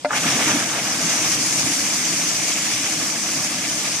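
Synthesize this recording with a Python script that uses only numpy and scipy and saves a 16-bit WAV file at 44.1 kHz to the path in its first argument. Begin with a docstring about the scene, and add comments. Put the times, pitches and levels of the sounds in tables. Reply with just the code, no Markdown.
"""Paddlewheel aerator starting on a pond

The drive takes up with a hollow knock, exciting the modes of frame and floats, and the first paddles
slap the water. Then the wheels churn steadily. Trapped air resonates, lower the larger the bubble:
plunging cavities, gurgles, splatter and a hiss of falling spray, strongest in the bass while the wheels
first dig in. Single bubbles plop, and the motor hums faintly underneath."""
import sys
import numpy as np
from scipy import signal
from scipy.fft import rfft, irfft, next_fast_len
from scipy.io import wavfile
from scipy.ndimage import uniform_filter1d, map_coordinates

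SR = 44100
rng = np.random.default_rng(int(sys.argv[2]) if len(sys.argv) > 2 else 0)


def pcm_store(signal):
    """Save signal as 16-bit PCM."""
    levels = np.round(np.clip(np.atleast_2d(signal), -1, 1) * 32767)
    wavfile.write(sys.argv[1], SR, levels.astype(np.int16).T)


N = 176400

# jolts of the drive taking up: t/s, level/dB
JOLTS = [(0.0471, -7), (.0554, -17)]


def amp(db):
    """Amplitude ratio of a level in decibels."""
    return 10 ** (np.asarray(db) / 20)


def unit(x):
    """Normalisation to rms 1."""
    return x / np.sqrt(np.mean(x ** 2) + 1e-20)


def along(points, hz):
    """Interpolation over log frequency."""
    f, v = np.transpose(points)
    return np.interp(np.log(hz + 1), np.log(f + 1), v)


def curve(rows):
    """Linear interpolation over time."""
    return np.interp(np.arange(N) / SR, *np.transpose(rows))


def wobble(rate):
    """Smooth random modulation, rate knots a second."""
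    return map_coordinates(rng.standard_normal(int(N * rate / SR) + 4), [np.arange(N) * rate / SR])


def filtered(x, response):
    """Linear filtering: the spectrum times a frequency response."""
    m = next_fast_len(N + SR // 2)
    return irfft(rfft(x, m) * response(np.fft.rfftfreq(m, 1 / SR)), m)[..., :N]


def decay(t, t60):
    """Exponential damping, 60 dB in t60 seconds."""
    return np.exp(-np.log(1000) * t / t60)


def ringing(modes, t):
    """Free vibration as a superposition of damped modes."""
    return sum(amp(db) * decay(t, t60) * np.sin(2 * np.pi * hz * t) for hz, db, t60 in modes)


def rush(colour, patchy_db):
    """Partly coherent stereo noise of rms 1, with brief patches of random gain."""
    # left-right coherence: f/Hz, correlation (capped at 1)
    coherence = [(30, 4), (100, 1.5), (280, 1.27), (450, 0.68), (740, 0.87), (1220, 0.8), (1700, 1.1),
                 (2300, 0.5), (3200, 0.7), (4200, 0.07), (6500, 0.08), (12000, -0.05)]
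    spectra = signal.stft(rng.standard_normal((2, N)), nperseg=512)[2]
    patches = uniform_filter1d(rng.standard_normal(spectra.shape[1:]), size=6, axis=0)
    patches = unit(uniform_filter1d(patches, size=7, axis=1))
    pair = signal.istft(spectra * amp(patchy_db * patches), nperseg=512)[1][:, :N]
    turn = lambda hz: np.arccos(np.clip(along(coherence, hz), -1, 1)) / 2
    mid, side = filtered(pair, lambda hz: amp(along(colour, hz)) * [np.cos(turn(hz)), np.sin(turn(hz))])
    return unit(np.array([mid + side, mid - side]))


def air(level_db=-40):
    """Ambient noise: the quiet air over the pond."""
    # spectrum: f/Hz, level/dB
    colour = [(25, -43), (60, -21), (150, -7), (400, -12.5), (1500, -18), (3500, -14), (6200, -13),
              (9000, -16), (15000, -47)]
    return amp(level_db) * rush(colour, patchy_db=2)


def motor(drift=0.0043, waver_db=2.0, spin_up_s=0.16):
    """Forced vibration: hum lines follow the shaft speed, which rises from the first jolt."""
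    # motor and gearbox lines at full speed: f/Hz, level/dB
    hum = [(99, -62.5), (166.9, -49), (200, -49), (313.5, -44.5), (601, -53), (684, -64), (1690, -58)]
    speed = np.clip((np.arange(N) / SR - JOLTS[0][0]) / spin_up_s, 0, 1)
    clock = np.cumsum(speed * (1 + drift * wobble(9))) / SR
    lines = sum(amp(db + waver_db * wobble(7.2)) * np.sin(2 * np.pi * (hz * clock + rng.random()))
                for hz, db in hum)
    return np.sqrt(2) * lines * speed


def knock(crack_db=-11, crack_t60=0.042, attack_s=.0012):
    """Impulse excitation: the drive jolts the frame and hollow floats, which snap and ring."""
    # modes of frame and floats: f/Hz, level/dB, t60/s
    frame_modes = [(224, -28.5, 0.17), (278, -20, 0.25), (602, -6, 0.115), (696, -1.5, 0.043),
                   (760, -15, 0.082), (899, -17, 0.17), (1420, -21, 0.092), (1726, -24, .06),
                   (2070, -11.5, 0.043), (2390, -17, 0.031)]
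    # spectrum of the snap: f/Hz, level/dB
    colour = [(300, -42), (480, -17), (720, -3), (1100, -3), (2300, -6), (3100, -21), (4200, -14),
              (5000, -15), (5800, -19), (12000, -46)]
    snap = amp(crack_db) * rush(colour, patchy_db=1)
    out = np.zeros((2, N))
    for s, db in JOLTS:
        t = np.clip(np.arange(N) / SR - s, 0, 1)
        crack = decay(t, crack_t60) * snap
        out += amp(db) * (1 - np.exp(-t / attack_s)) * (ringing(frame_modes, t) + crack)
    return out


def slaps(attack_s=0.0028):
    """Impact sound: the first paddles smack the water and ring in their modes."""
    # smacks: t/s, level/dB, t60/s
    impacts = [(0.1048, -12.3, 0.051), (.1285, -12, 0.06), (.171, -25, .04), (.478, -19, 0.1)]
    # smack spectrum: f/Hz, level/dB
    colour = [(200, -33), (450, -15), (800, -6), (1250, 2), (1750, -1), (2400, -19), (4000, -34),
              (12000, -60)]
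    # paddle modes: f/Hz, level/dB, t60/s
    paddle_modes = [(852, -12.5, 0.25), (1202, -15, .16), (1500, -19, .12)]
    out = np.zeros((2, N))
    for s, db, t60 in impacts:
        t = np.maximum(np.arange(N) / SR - s, 0)
        smack = decay(t, t60) * rush(colour, patchy_db=1)
        out += amp(db) * (1 - np.exp(-t / attack_s)) * (smack + ringing(paddle_modes, t))
    return out


def plops(swell_cycles=1.5, t60_at_300_hz=0.16, damping_power=1.3):
    """Bubble resonance: large bubbles swell and ring out; the smaller, higher ones damp faster."""
    # single bubbles: t/s, f/Hz, level/dB
    large_bubbles = [(.258, 271, -21), (.422, 864, -18), (.465, 305, -17), (.538, 295, -16),
                     (.880, 775, -21), (1.660, 278, -24), (2.884, 785, -22), (3.290, 1140, -26)]
    out = np.zeros(N)
    for s, hz, db in large_bubbles:
        t = np.maximum(np.arange(N) / SR - s, 0)
        t60 = t60_at_300_hz * (300 / hz) ** damping_power
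        out += (1 - np.exp(-hz * t / swell_cycles)) * ringing([(hz, db, t60)], t)
    return out


def bubbles(colour, low_hz, high_hz, per_s, cycles, spread_db, rise, arrival_spread_s=.00006):
    """A cloud of damped oscillators, rms 1: each bubble rises in pitch as it dies by 40 dB."""
    when, pitch, strength, place = rng.random((int(per_s * N / SR), 4)).T
    hz = low_hz + (high_hz - low_hz) * pitch
    size = amp(-spread_db * np.log(1 - .985 * strength)) * np.sqrt(hz)
    life = (cycles / hz * SR).astype(int) + 1
    which = np.repeat(np.arange(len(hz)), life)
    k = np.arange(len(which)) - np.repeat(np.cumsum(life) - life, life)  # samples since each birth
    age = k / life[which]
    phase = 2 * np.pi * hz[which] * k / SR * (1 + rise * age / 2)
    ring = size[which] * np.exp(-np.log(100) * age) * np.sin(phase)
    delay = arrival_spread_s * SR * (2 * place - 1)  # gives each bubble a direction
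    starts = [np.round(when * N + side * delay).clip(0).astype(int) for side in (-1, 1)]
    pair = np.array([np.bincount(start[which] + k, ring, N)[:N] for start in starts])
    return unit(filtered(pair, lambda f: amp(along(colour, f))))


def water(level_db, wash, grains, grain_db, flutter_db, flutter_rate):
    """Incoherent sum: distinct bubbles over the wash of countless others, with a fluttering level."""
    return amp(level_db) * unit((wash + amp(grain_db) * grains) * amp(flutter_db * wobble(flutter_rate)))


def plunge():
    """Cavity resonance: the largest air pockets sound in the bass."""
    # envelope: t/s, level/dB
    levels = [(.1, -40), (.18, -34), (.27, -28), (.33, -29.5), (.43, -27.5), (.56, -28), (.65, -32.5),
              (.8, -36.5), (.93, -33), (1.15, -31), (1.5, -32.5), (1.69, -32), (1.78, -36), (1.98, -35.5),
              (2.25, -36.5), (4, -36.5)]
    # spectrum: f/Hz, level/dB
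    colour = [(15, -70), (25, -60), (48, -32), (120, -6), (145, -3.5), (219, -4), (253, 0), (309, -0.5),
              (324, -2.5), (365, -7.5), (387, -17), (420, -6.5), (550, -50), (920, -120)]
    wash = rush(colour, patchy_db=2.0)
    grains = bubbles(colour, low_hz=88.5, high_hz=368.3, per_s=220, cycles=9.2, spread_db=0.6, rise=0.15)
    return water(curve(levels) + .1, wash, grains, grain_db=1.5, flutter_db=-0.3, flutter_rate=20)


def gurgle(surge_db):
    """Bubble resonance: medium bubbles chirp in the midrange."""
    # envelope: t/s, level/dB
    levels = [(0.19, -27), (0.22, -32.5), (0.25, -26), (0.38, -28.5), (0.41, -26.5), (0.46, -28),
              (0.49, -25.5), (0.68, -31), (0.91, -29.5), (1.01, -31.5), (2.04, -34.5), (3.97, -35.5),
              (4.0, -35.5)]
    # spectrum: f/Hz, level/dB
    colour = [(220, -64), (380, -12), (451, -3), (526, -4), (690, -0.5), (1030, -5), (1170, -2),
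              (1470, -3.5), (1700, -1), (1850, -5.5), (2400, -23), (4070, -120)]
    wash = rush(colour, patchy_db=1.5)
    grains = bubbles(colour, low_hz=395.5, high_hz=1874, per_s=480, cycles=15, spread_db=1.9, rise=0.15)
    level_db = curve(levels) + surge_db + 0.38
    return water(level_db, wash, grains, grain_db=-3.5, flutter_db=0.04, flutter_rate=29)


def splatter(surge_db, drips_db=-9):
    """Damped resonance: small bubbles die quickly while lightly damped drips ring among them."""
    # envelope: t/s, level/dB
    levels = [(.13, -34), (.172, -24), (.22, -32), (.27, -25.5), (.4, -26.5), (.53, -26), (.66, -31.5),
              (.97, -30.5), (1.12, -29), (1.2, -31), (1.33, -28.5), (1.39, -31.5), (1.62, -30.5),
              (2.3, -31), (2.8, -29.5), (3.05, -33), (4, -32)]
    # spectrum: f/Hz, level/dB
    colour = [(1030, -69), (1750, -6), (1950, -3.5), (2130, 0.1), (2500, -0.5), (2680, -3), (3100, -2),
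              (3700, -4.5), (4100, -8), (5000, -33), (9000, -120)]
    drips = bubbles(colour, low_hz=1696, high_hz=3575, per_s=150, cycles=70, spread_db=3.5, rise=0.05)
    wash = rush(colour, patchy_db=1.5) + amp(drips_db) * drips
    grains = bubbles(colour, low_hz=1740, high_hz=4050, per_s=900, cycles=8.9, spread_db=0.5, rise=0.038)
    level_db = curve(levels) + surge_db + 1.49
    return water(level_db, wash, grains, grain_db=-4.0, flutter_db=0.63, flutter_rate=60)


def spray(surge_db):
    """Dense superposition: the tiny bubbles of falling spray merge into a hiss."""
    # envelope: t/s, level/dB
    levels = [(0.09, -26), (0.1, -37.5), (0.18, -23.5), (0.19, -27), (0.29, -24), (0.6, -24), (0.62, -27),
              (0.72, -28), (1.1, -24), (1.24, -24.5), (1.35, -21.5), (1.37, -26), (1.45, -23),
              (3.05, -25.5), (3.24, -27), (3.36, -25), (3.57, -27), (4.0, -26.5)]
    # spectrum: f/Hz, level/dB
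    colour = [(2500, -26), (3900, -15), (4300, -8.5), (4750, -5), (5400, -2.5), (5900, 0.5), (6350, 0),
              (6900, -3.5), (7700, -6.5), (8400, -6.5), (9100, -11), (10700, -13.5), (11500, -18),
              (13900, -23.5), (15500, -32)]
    wash = rush(colour, patchy_db=1.5)
    grains = bubbles(colour, low_hz=3710, high_hz=14330, per_s=2500, cycles=20, spread_db=1.5, rise=.026)
    level_db = curve(levels) + surge_db + 2.72
    return water(level_db, wash, grains, grain_db=-6.0, flutter_db=.5, flutter_rate=60)


def splashing(paddle_hz=14, start_s=0.083, build_s=0.046):
    """Amplitude modulation: paddle beats and random surges move the upper three bands together."""
    t = np.arange(N) / SR
    beat = np.sin(2 * np.pi * (paddle_hz * t + 0.3 * wobble(3.12)))
    surge = .5 * beat + 0.3 * wobble(27.61)
    build = np.clip((t - start_s) / build_s, 0, 1)
    return build * (plunge() + gurgle(1.7 * surge) + splatter(1.5 * surge) + spray(.5 * surge))


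def scene():
    """Superposition: all sources reach two points with differences of level and phase."""
    # left minus right: f/Hz, level/dB
    balance = [(60, 0.0), (110, 0), (200, -0.2), (380, 1), (700, 2), (1290, 2.5), (2380, -3), (4400, 2),
               (8120, 0.3), (15000, 2.5)]
    # lead of the left: f/Hz, phase/rad
    lead = [(600, -0.08), (880, -0.35), (1200, -0.59), (1800, -1), (2150, 0.17), (2600, 0.096),
            (3200, 1.78), (4200, 0.72), (7000, 1.24), (9000, -0.32)]
    sides = np.array([[.5], [-.5]])
    stereo = lambda hz: amp(along(balance, hz) * sides) * np.exp(1j * along(lead, hz) * sides)
    return filtered(air() + splashing() + plops() + knock() + slaps() + motor(), stereo)


def record(dry, low_cut_hz=48, top_hz=15400):
    """Band limiting: the deepest bass is thinned and the highest treble removed."""
    thinned = signal.sosfilt(signal.butter(2, low_cut_hz, "highpass", fs=SR, output="sos"), dry)
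    return filtered(thinned, lambda hz: hz < top_hz)


dry = scene()
out = record(dry)
pcm_store(out)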